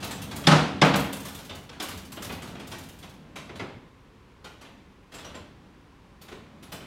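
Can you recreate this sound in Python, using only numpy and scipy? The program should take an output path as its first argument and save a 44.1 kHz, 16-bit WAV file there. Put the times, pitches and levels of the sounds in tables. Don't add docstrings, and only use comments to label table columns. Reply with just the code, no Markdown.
import sys
import numpy as np
from scipy import signal
from scipy.fft import rfft, irfft, next_fast_len
from scipy.io import wavfile
from scipy.ndimage import uniform_filter1d, minimum_filter1d, map_coordinates

SR = 44100
rng = np.random.default_rng(int(sys.argv[2]) if len(sys.argv) > 2 else 0)


def put_to_file(sound):
    columns = np.atleast_2d(sound).T
    safe = np.clip(columns, -1, 1)
    whole_steps = np.round(safe * 32767)
    wavfile.write(sys.argv[1], SR, whole_steps.astype(np.int16))


N = 302526
TOP_HZ = 15850

# (frequency [Hz], relative level [dB], t60 [s])
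FRAME_MODES = [(139.8, -1, 0.44), (153.5, 12, 0.47), (185.4, 6.5, 0.46), (198.2, 3, 0.95), (266.6, 5, 0.67),
               (276, -0.5, 0.97), (313.3, 0, 0.71), (371, -8, 0.96), (469, -5, 0.83), (571, 6.5, 0.33),
               (632, -2.5, 0.51), (740, -5.5, 0.82), (821, 8, 0.21), (980, -18, 1.7), (1075, -3.5, 0.282),
               (1080, -14, 0.5), (1130, -29.5, 0.51), (1290, -30, 0.26), (1178, -3, 0.23), (1584, -3, 0.32),
               (1740, -30, 0.57)]


def amp(db):
    return 10 ** (np.asarray(db) / 20)


def unit(x):
    return x / np.sqrt(np.mean(x ** 2) + 1e-20)


def along(points, hz):
    point_hz, values = np.transpose(points)
    return np.interp(np.log(hz + 1), np.log(point_hz), values)


def wobble(rate):
    knots = rng.standard_normal(int(N * rate / SR) + 4)
    return map_coordinates(knots, [np.arange(N) * rate / SR])


def filtered(x, response):
    padded = next_fast_len(x.shape[-1] + 4096)
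    spectrum = rfft(x, padded) * response(np.fft.rfftfreq(padded, 1 / SR))
    return irfft(spectrum, padded)[..., :x.shape[-1]]


def add(track, s, sound):
    part = track[..., max(round(s * SR), 0):][..., :sound.shape[-1]]
    part += sound[..., :part.shape[-1]]


def rolling():
    # (time [s], level before the overall trim [dB])
    roll_levels = [(0.0, -39), (0.11, -41), (0.4, -35.5), (0.59, -31), (0.99, -46), (1.28, -44.5),
                   (1.68, -49), (2.5, -39.5), (2.96, -47), (3.65, -47.5), (4.01, -58.5), (4.77, -52.5),
                   (5.18, -60), (5.35, -48), (5.98, -55.5), (6.86, -45)]
    # (frequency [Hz], relative level per Hz [dB])
    rail_spectrum = [(25, -42.5), (60, -7.5), (90, 2.5), (140, -3.5), (230, 2), (380, -9.5), (700, -13),
                     (1100, -17.5), (2500, -23), (5000, -33), (15000, -53.5)]
    trim_db = -2.5

    def response(f):
        modes = sum(amp(db) / (1 + ((f - hz) / 5) ** 2) for hz, db, _ in FRAME_MODES)
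        return amp(along(rail_spectrum, f)) * (1 + 0.5 * modes)

    rumble = unit(filtered(rng.standard_normal(N), response))
    level_db = np.interp(np.arange(N) / SR, *np.transpose(roll_levels))
    return rumble * amp(trim_db + level_db + 0.39 * wobble(25))


def outdoors():
    # (frequency [Hz], relative level per Hz [dB])
    air_spectrum = [(12, -24.5), (20, -11.5), (59, 3.5), (106, -3.5), (137, -2.5), (252, -12.5), (282, -8),
                    (352, -8), (491, -10), (667, -20), (1040, -10.5), (1230, -16.5), (2610, -21),
                    (15500, -46.5)]
    noise = filtered(rng.standard_normal(N), lambda f: amp(along(air_spectrum, f)))
    return amp(-55.5) * unit(noise)


def bending(hz, lag_s):
    return np.exp(-4j * np.pi * lag_s * np.sqrt(1000 * hz))


def contact(levels_db, body, burst, burst_s, rise_s, uneven_db, mode_gap_hz, lag_s):
    contact_hz = [250, 1000, 3300, 10000]
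    # (frequency [Hz], t60 [s])
    enclosure_t60 = [(100, 1.0), (260, 0.58), (1000, 0.56), (3300, .62), (10000, 0.46)]
    # (frequency [Hz], relative strength [ratio])
    early_strength = [(250, 0.11), (1000, 0.92), (3300, 2.64), (10000, 3)]

    hz, t, noise = signal.stft(rng.standard_normal((2, SR)), SR, nperseg=256)
    echo = amp(-60 * t / along(enclosure_t60, hz)[:, None])
    first_burst = burst * along(early_strength, hz)[:, None] * np.exp(-t / burst_s)
    sound = signal.istft(noise * echo * (1 + first_burst), SR, nperseg=256)[1][:, :SR]

    clack_db, tick_db = levels_db[2:]
    top_db = tick_db + 0.67 * (tick_db - clack_db) - 5.0
    blow = [*zip(contact_hz, levels_db), (TOP_HZ, top_db)]
    peaks = rng.standard_normal(1024)

    def response(f):
        own_peaks = np.interp(f / mode_gap_hz, np.arange(len(peaks)), peaks)
        own_db = uneven_db * f / (f + 450) * own_peaks
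        return amp(along(body, f) + along(blow, f) + own_db) * bending(f, lag_s)

    rise = (1 - np.exp(-np.arange(SR) / SR / rise_s)) ** 2
    return filtered(sound, response) * rise


def colour(level_db, edge_db, thud_db, clack_db):
    soft_thud = 0.061
    return [level_db + thud_db - soft_thud * edge_db, level_db, level_db + clack_db, level_db + edge_db]


def switch(levels_db, burst, rise_s):
    # (frequency [Hz], relative level per Hz [dB])
    switch_body = [(25, -52), (75, 3), (110, -4.5), (180, -4), (380, -4), (750, -5), (1250, -6.5),
                   (1800, -10), (3400, -8.5), (5200, -12.5), (7000, -13), (11000, -15.5), (13500, -13),
                   (15500, -16.5)]
    return amp(18.5) * contact(levels_db, switch_body, burst, burst_s=0.0086, rise_s=rise_s,
                               uneven_db=4.0, mode_gap_hz=70.3, lag_s=0.001225)


def switches():
    # (time [s], relative level [dB], edge: treble over the body [dB])
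    clack_events = [(0.0, -49.5, -8), (.023, -38, -11), (.106, -41.5, -3.5), (.309, -42, -11),
                    (.357, -45, 1), (.436, -43.5, -13.5), (.842, -39, -7.5), (1.247, -44, -2),
                    (1.383, -50, -4.5), (1.492, -42, -20.5), (1.689, -50.5, -18), (1.725, -52.5, -13),
                    (1.797, -37, -10.5), (1.908, -47, -12), (2.167, -43.5, -35), (2.241, -47, -0.5),
                    (2.291, -40, -31), (2.417, -45.5, -6.5), (2.47, -52.5, -5), (2.593, -48, -12),
                    (2.713, -42.5, -9), (3.025, -49, -10.5), (3.355, -42.5, -11.5), (3.553, -49, -11.5),
                    (4.441, -47, -12.5), (4.609, -52, -10.5), (4.647, -54, -23), (5.117, -51.5, -11),
                    (5.138, -47, -8), (5.181, -49, -11), (5.242, -46.5, -13.5), (5.344, -50.5, -12),
                    (6.212, -54.5, -4), (6.279, -54.5, -10), (6.317, -53.5, -12), (6.624, -55, -4),
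                    (6.717, -45, -4), (6.758, -65, -16), (6.802, -52, -24)]
    out = np.zeros((2, N))
    for s, level_db, edge_db in clack_events:
        levels_db = colour(level_db, edge_db, thud_db=0.5, clack_db=-1.5)
        add(out, s, switch(levels_db, burst=0.64, rise_s=0.0042))
    return out


def ticks():
    # (time [s], relative level [dB])
    tick_events = [(0.0424, -32), (0.2189, -33.5), (0.958, -24.5), (1.1282, -29.5), (1.2005, -37.5),
                   (1.2837, -38), (1.3473, -36), (1.4485, -42.5), (1.5507, -40.5), (1.63, -52.5),
                   (1.8237, -29), (1.8855, -33), (1.974, -39), (2.05, -45), (2.1207, -35.5), (2.2229, -32),
                   (2.321, -37.5), (2.6723, -40), (2.7843, -40), (2.834, -45), (2.888, -43.5),
                   (2.9365, -54), (2.9879, -46.5), (3.0937, -50)]
    # (thud, knock, clack, tick relative levels [dB])
    tick_colour = [-11.5, -16, -17, -16]
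    lead_s = .003
    chatter_s, chatter_db = .03, -8.5
    out = np.zeros((2, N))
    for s, db in tick_events:
        tick = amp(db) * switch(tick_colour, burst=1.7, rise_s=0.0043)
        gaps_s = chatter_s * rng.uniform(.5, 1.5, size=2)
        delays_s = np.cumsum([0, *gaps_s])
        for rebound, delay_s in enumerate(delays_s):
            add(out, s - lead_s + delay_s, amp(rebound * chatter_db) * tick)
    return out


def frame(thud_db, scatter_db):
    t = np.arange(SR) / SR
    hz, db, t60 = np.transpose(FRAME_MODES)[:, :, None]
    size = amp(thud_db + db + scatter_db * rng.standard_normal(hz.shape))
    phase = 2 * np.pi * rng.random(hz.shape)
    modes = size * amp(-60 * t / t60) * np.sin(2 * np.pi * hz * t + phase)
    return modes.sum(0) * (1 - np.exp(-t / 0.0017))


def drops():
    # (time [s], relative level [dB], edge: treble over the body [dB], first burst [ratio])
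    landings = [(0.468, -19.5, -13.5, 1.35), (0.51, -20.5, -17.5, .8), (0.815, -19, -23.5, 1.4),
                (0.936, -27, -24, 1.5)]
    # (frequency [Hz], relative level per Hz [dB])
    drop_body = [(25, -49.5), (60, -17), (100, -9), (150, -6), (260, -2.5), (400, -7), (750, -2),
                 (1300, -3.5), (1900, -8.5), (3500, -11.5), (5200, -11.5), (7000, -13), (10000, -16),
                 (15500, -21.5)]
    boom_db = -8.5
    out = np.zeros((2, N))
    for s, level_db, edge_db, burst in landings:
        levels_db = colour(level_db, edge_db, thud_db=1.5, clack_db=-1)
        landing = contact(levels_db, drop_body, burst, burst_s=0.0059, rise_s=0.0038,
                          uneven_db=0.5, mode_gap_hz=22.28, lag_s=.0028)
        add(out, s, amp(17.5) * landing)
        add(out[0], s + 0.00379, frame(level_db + boom_db, scatter_db=0.5))
    return out


def crack(peak_s):
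    # (frequency [Hz], relative level [dB])
    crack_spectrum = [(900, -32), (2000, -7.5), (3000, -6.5), (3550, 8), (4200, -10), (5200, 0.5),
                      (6300, -15), (9000, -21.5), (15500, -38)]
    u = np.arange(SR // 10) / SR / peak_s
    noise = rng.standard_normal((2, len(u)))
    ring = unit(filtered(noise, lambda f: amp(along(crack_spectrum, f))))
    return ring * u * np.exp((1 - u ** 2) / 2)


def cracks():
    # (time [s], level [dB])
    square_hits = [(.468, -16), (0.814, -17), (1.493, -47.5), (1.691, -42), (1.799, -33)]
    # (frequency [Hz], side level [dB])
    crack_width = [(2500, -48.5), (4500, -12.5), (9000, -4.5)]
    out = np.zeros((2, N))
    for s, db in square_hits:
        add(out, s, amp(db) * crack(peak_s=0.0059))
    mid, side = out
    return np.array([mid, filtered(side, lambda f: amp(along(crack_width, f)))])


def levers():
    # (time [s], frequency [Hz], level [dB])
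    lever_notes = [(.47, 160, -25), (.47, 256, -26), (.51, 1280, -20), (.817, 199, -28), (1.495, 3640, -41),
                   (2.294, 797, -40), (3.598, 346, -44.5), (3.598, 1980, -43), (4.445, 1400, -45.5),
                   (5.143, 7530, -47), (5.245, 5800, -47.5), (5.348, 593, -45.5), (5.347, 1034, -44.5),
                   (5.348, 7370, -50.5), (6.215, 14100, -56), (6.631, 10250, -56), (6.722, 14500, -50)]
    out, t = np.zeros(N), np.arange(SR) / SR
    for s, hz, db in lever_notes:
        width_hz = 6 + .016 * hz
        t60 = .19 + 60 / hz
        noise = rng.standard_normal(len(t))
        note = unit(filtered(noise, lambda f: 1 / (1 + ((f - hz) / width_hz) ** 2)))
        add(out, s, note * amp(db - 60 * t / t60) * (1 - np.exp(-t / 0.0033)))
    return out


def knocks():
    # (time [s], relative level [dB])
    knock_events = [(2.551, -47), (2.596, -52.5), (3.491, -48), (3.594, -38), (5.342, -48.5),
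                    (6.281, -54.5), (6.315, -48.5), (6.722, -48)]
    # (frequency [Hz], relative level per Hz [dB])
    stop_body = [(25, -40), (90, 1.5), (200, -2), (360, 3.5), (600, -3), (1100, -7), (2200, -12),
                 (3400, -16), (5200, -26.5), (15500, -55)]
    out = np.zeros((2, N))
    for s, db in knock_events:
        knock = contact(np.zeros(4), stop_body, burst=0.73, burst_s=0.011, rise_s=0.0019,
                        uneven_db=3.0, mode_gap_hz=49.8, lag_s=0.001214)
        add(out, s, amp(db + 18.5) * knock)
    return out


def scene():
    # (frequency [Hz], side level [dB])
    contact_side_level = [(2500, -95), (4200, -48), (8000, -27.5), (15000, -9.5)]
    background = rolling() + outdoors()
    contact_mid, contact_side = switches() + ticks() + drops() + knocks()
    crack_mid, crack_side = cracks()
    mid = background + contact_mid + crack_mid + levers()
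    side = crack_side + filtered(contact_side, lambda f: amp(along(contact_side_level, f)))
    return np.array([mid + side, mid - side])


def record(dry):
    needed = np.minimum(1, .62 / (np.abs(dry).max(0) + 1e-9))
    gain = uniform_filter1d(minimum_filter1d(needed, size=130), size=130)
    return filtered(dry * gain, lambda f: f < TOP_HZ)


dry = scene()
out = record(dry)
put_to_file(out)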